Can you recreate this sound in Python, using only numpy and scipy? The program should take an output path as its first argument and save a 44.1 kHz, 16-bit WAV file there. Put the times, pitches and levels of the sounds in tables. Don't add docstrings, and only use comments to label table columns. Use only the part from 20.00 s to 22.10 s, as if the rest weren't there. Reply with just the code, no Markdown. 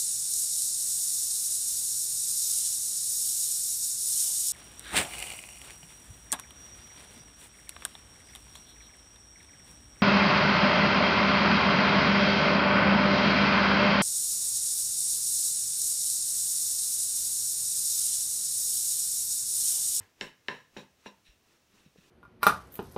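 import sys
import numpy as np
from scipy import signal
from scipy.fft import rfft, irfft
from scipy.io import wavfile

SR = 44100
rng = np.random.default_rng(int(sys.argv[2]) if len(sys.argv) > 2 else 0)


def int16_out(signal):
    q = np.round(np.clip(np.atleast_2d(signal).T, -1, 1) * 32767)
    wavfile.write(sys.argv[1], SR, q.astype(np.int16))


N = 92610
LEAD = SR // 5
TIME = np.arange(-LEAD, N) / SR

# (time [s], force [dB], brightness [Hz],
# favoured pitch [Hz], its boost [dB], room share [dB], counter ring [dB], pin ring [dB],
# lag at 1 kHz [s], pitch factor of the low wood tones [ratio], boom [dB], body [dB], hollow ring [dB],
# crack [dB])
KNOCK_HITS = [(-.075, -7, 2970, 1830, 1, -1.5, -7, 0, 0.00096, 1.16, -1, 5.5, 2, 4),
              (0.2103, -3, 5620, 2780, 2.4, -1, 3.5, -8, .0012, 1.06, -0.5, 0.5, -0.5, 1.5),
              (.483, -1, 4000, 1770, 7.6, -2.5, 0, 2, 0.001817, 1.04, 5.5, 1.5, 4, 0.5),
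              (.521, -9.5, 1700, 500, 3.3, -1, -4, -13, 0.0019, 1.2, -2, 0.5, 0, -10),
              (0.7644, -4.5, 1090, 870, 2.8, -1, 6, -15, .0012, 0.98, 0.5, -0.5, -2, 3.5),
              (1.0584, -2.5, 1310, 920, 7.4, -6.5, -1, -15, 0.0017, 1.13, -14, -3.5, -4.5, -3)]
# (from [Hz], to [Hz])
TONE_RANGES = [(100, 180), (225, 600), (800, 1400), (1500, 2200)]
# (pitch [Hz], level [dB], ring time [s])
# A ring time is how long a tone takes to fade by 60 dB.
WOOD_TONES = [(209.4, -41, 0.052), (386, -33.5, 0.035), (570, -41.5, 0.034), (902, -44, 0.052),
              (1025.5, -45, 0.089), (1320, -49.5, 0.06), (1632, -31, 0.032), (1790, -33, 0.029),
              (2103, -25, 0.011), (2640, -28, 0.013), (3003, -25, 0.015), (3778, -24, 0.0086),
              (4260, -27.5, 0.002), (5490, -27, 0.018), (7460, -19, 0.0023)]
# (pitch [Hz], level [dB], ring time [s])
COUNTER_TONES = [(120.5, -64, 0.56), (150, -52, 0.31), (187.8, -59, 0.43), (202, -44, 0.21),
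                 (237, -71.5, 0.22), (257, -52, 0.27), (307.3, -81, 0.48), (352, -46.5, 0.18),
                 (424, -59.5, .2), (444.6, -55.5, 0.14), (501, -47, 0.19), (563.7, -53, 0.25),
                 (861, -52.5, .18)]
# (pitch [Hz], level [dB], ring time [s])
PIN_TONES = [(955, -43, 0.23), (1002, -45.5, 0.31), (1053, -53.5, 0.3), (1650, -61, 0.17), (1782, -58, .22),
             (1890, -65, 0.26)]
# (start [s], level [dB], rise [s], fade [s])
SKID_SWELLS = [(0.21, -44.5, 0.008, .012), (0.486, -54.5, .02, 0.06), (.764, -45, 0.0063, 0.025),
               (1.042, -58, 0.024, 0.023), (1.058, -50.5, 0.014, 0.011), (1.238, -61, 0.035, 0.045),
               (1.825, -68, 0.04, 0.018), (1.966, -66, .016, 0.027)]
# (pitch [Hz], level [dB], ring time [s])
SKID_TONES = [(1700, -5, 0.0085), (2626, 2.5, 0.0061), (3886, 0, 0.0082), (5637, -8.5, 0.015),
              (7100, -13.5, 0.006)]
# (middle [s], hiss [dB], rumble [dB], half width [s])
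STROKES = [(.0, -64, -71.5, 0.052), (0.249, -57, -61, 0.037), (0.532, -63.5, -72, 0.059),
           (0.791, -61, -62, 0.037), (1.061, -67, -87, 0.052), (1.3, -97, -80.5, 0.045),
           (1.521, -69.5, -75.5, 0.063), (1.787, -66, -71, 0.053), (2.06, -66.5, -70, 0.066)]
# (frequency [Hz], level [dB])
PALM_SPECTRUM = [(100, -13), (680, -7), (1000, 1.5), (1500, 0.5), (2200, -2), (2600, 2), (3200, -4.5),
                 (3850, -1.5), (4700, -6), (5600, -4.5), (8000, -10), (11000, -15), (16000, -20)]
# (frequency [Hz], level [dB])
RUMBLE_SPECTRUM = [(25, 3), (70, -1), (190, -1), (380, 3.5), (680, -16.5), (2000, -37)]
# (time [s], level [dB], pitch [Hz], ring time [s])
DOUGH_BUMPS = [(.002, -47.5, 96, 0.15), (1.286, -47, 46, 0.12), (1.737, -58.5, 200, 0.082),
               (1.861, -43.5, 192, 0.033), (1.872, -48.5, 136, 0.032), (1.9586, -45, 444, 0.019),
               (1.983, -46.5, 176, 0.052)]
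# (start [s], level [dB], rise [s], fade [s])
FLOUR_SWELLS = [(.21, -66, .001, .035), (.483, -69, .001, .035), (.766, -69, .008, .015),
                (1.05, -68, .015, .015), (1.21, -77.5, 0.057, 0.081)]
# (frequency [Hz], level [dB])
FLOUR_SPECTRUM = [(2000, -23), (6000, -4), (8500, 7), (11000, 0), (16000, -13)]
# (frequency [Hz], level [dB], ring time [s])
ROOM_TAIL = [(200, -11, 0.14), (500, -3.5, 0.29), (1000, 5.5, .26), (1940, -3, 0.34), (4000, -5.5, 0.28),
             (8300, -2.5, 0.13), (15200, 20, 0.29)]
# (delay [s], level [dB])
NEAR_ECHOES = [(.0078, -9.5), (0.043, -37.5)]
# (frequency [Hz], level [dB])
HUSH_SPECTRUM = [(15, -62), (25, -20), (69, 4), (359, -0.5), (722, -5), (1950, -9.5), (2560, -7.5),
                 (4870, -12), (5430, -8.5), (10400, -19), (15500, -18.5)]

ROOM_DELAY_S, ROOM_HOLD_S = .005, 0.0083
SKID_ROOM_DB, HUSH_DB = -7, -69.5
BOOM_DB = -16


def knock(s, force_db, bright_hz, boost_hz, boost_db, room_db, counter_db, pin_db, lag_s, pitch,
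          *range_db):
    blow = butter_filter(click(s) + 1e-18, 3, bright_hz, "low")
    favoured = signal.lfilter(*signal.iirpeak(boost_hz, Q=7.5, fs=SR), blow)
    push = from_db(force_db) * (blow + (from_db(boost_db) - 1) * favoured)
    clack = struck_wood(push, WOOD_TONES, lag_s, pitch, range_db, sign=-0.99)
    after_ring = from_db(counter_db) * counter(push, lag_s, range_db)
    after_ring += from_db(pin_db) * struck_wood(push, PIN_TONES, lag_s)
    return clack + delayed(after_ring, ROOM_DELAY_S), from_db(room_db) * clack


def struck_wood(push, tones, lag_s, pitch=1, range_db=(), sign=1):
    sound = 0
    for k, (hz, db, ring_s) in enumerate(tones):
        extra_db = sum(extra for extra, (low, high) in zip(range_db, TONE_RANGES) if low < hz < high)
        tone = ring(push, hz * (pitch if hz < 700 else 1), ring_s)
        arrival_s = lag_s * np.sqrt(1000 / hz)
        sound = sound + sign ** k * from_db(db + extra_db) * delayed(tone, arrival_s)
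    return sound


def counter(push, lag_s=0, range_db=()):
    boom = struck_wood(push, COUNTER_TONES, lag_s, range_db=range_db)
    return butter_filter(boom, 2, 132, "high")


def skids(slips_per_s=5600, spread_db=2):
    size = len(TIME)
    slips = (rng.random(size) < slips_per_s / SR) * rng.choice([-1, 1], size)
    slips = slips * from_db(spread_db * np.minimum(rng.exponential(1, size), 4))
    rasp = sum((-1) ** k * from_db(db) * ring(slips, hz, ring_s)
               for k, (hz, db, ring_s) in enumerate(SKID_TONES))
    return unit_level(rasp) * swells(SKID_SWELLS)


def bumps(rise_cycles=0.55, overtone_ratio=2.63, overtone_db=-11.5):
    sound = 0
    for s, db, hz, ring_s in DOUGH_BUMPS:
        thud = ring(click(s), hz, ring_s)
        overtone = from_db(overtone_db) * ring(click(s), hz * overtone_ratio, ring_s / 2)
        fade_in = np.clip((TIME - s) * hz / rise_cycles, 0, 1)
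        sound = sound + from_db(db) * (thud + overtone) * fade_in
    return sound


def swishes():
    hiss, rumble = noise(PALM_SPECTRUM), noise(RUMBLE_SPECTRUM)
    sound = 0
    for middle_s, hiss_db, rumble_db, width_s in STROKES:
        swell = np.exp(-((TIME - middle_s) / width_s) ** 2 / 2)
        sound = sound + (from_db(hiss_db) * hiss + from_db(rumble_db) * rumble) * swell
    return sound


def flour():
    return noise(FLOUR_SPECTRUM) * swells(FLOUR_SWELLS)


def kitchen(x):
    t, room = np.arange(SR // 2) / SR, np.array(ROOM_TAIL)
    edges_hz = np.geomspace(200, 16000, 18)
    tail = 0
    for low, high in zip(edges_hz, edges_hz[1:]):
        hz = np.sqrt(low * high)
        ring_s = at_hz(room[:, ::2], hz)
        band = butter_filter(rng.standard_normal(len(t)), 2, [low, high], "band")
        band *= np.exp(-np.log(1000) * np.maximum(t - ROOM_HOLD_S, 0) / ring_s)
        band *= np.sqrt(2 * (high - low) / SR / np.sum(band ** 2))
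        tail = tail + from_db(at_hz(room, hz)) * band
    echoes = sum(from_db(db) * delayed(x, s) for s, db in NEAR_ECHOES)
    return delayed(signal.fftconvolve(x, tail)[:len(x)], ROOM_DELAY_S) + echoes


def room_hush():
    return from_db(HUSH_DB) * noise(HUSH_SPECTRUM)


def click(s):
    return 1.0 * (np.arange(len(TIME)) == LEAD + round(s * SR))


def ring(x, hz, ring_s):
    decay, angle = np.exp(-np.log(1000) / (ring_s * SR)), 2 * np.pi * hz / SR
    return signal.lfilter([0, np.sin(angle)], [1, -2 * decay * np.cos(angle), decay * decay], x + 1e-18)


def noise(spectrum):
    hz = np.fft.rfftfreq(len(TIME), 1 / SR)
    white = rfft(rng.standard_normal(len(TIME)))
    return unit_level(irfft(white * from_db(at_hz(spectrum, hz)), len(TIME)))


def swells(rows):
    return sum(from_db(db) * np.clip((TIME - s) / rise, 0, 1)
               * np.exp(-np.maximum(TIME - s - rise, 0) / fade) for s, db, rise, fade in rows)


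def butter_filter(x, order, hz, keep):
    return signal.sosfilt(signal.butter(order, hz, keep, fs=SR, output="sos"), x)


def delayed(x, s):
    return np.concatenate([np.zeros(int(abs(s) * SR)), x])[:len(x)]


def at_hz(points, hz):
    points = np.array(points)
    return np.interp(np.log(np.maximum(hz, 1)), np.log(points[:, 0]), points[:, 1])


def unit_level(x):
    return x / np.sqrt(np.mean(x ** 2) + 1e-20)


def from_db(db):
    return 10 ** (np.asarray(db) / 20)


def scene():
    skid = skids()
    soft = bumps() + swishes()
    direct = skid + soft + from_db(BOOM_DB) * counter(soft)
    to_room = from_db(SKID_ROOM_DB) * skid
    for hit in KNOCK_HITS:
        near, room_share = knock(*hit)
        direct += near
        to_room += room_share
    mix = direct + kitchen(to_room) + room_hush() + flour()
    return mix[None, LEAD:]


def record(dry, cutoff_hz=15750):
    return signal.sosfilt(signal.ellip(10, .1, 70, cutoff_hz, fs=SR, output="sos"), dry)


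dry = scene()
out = record(dry)
int16_out(out)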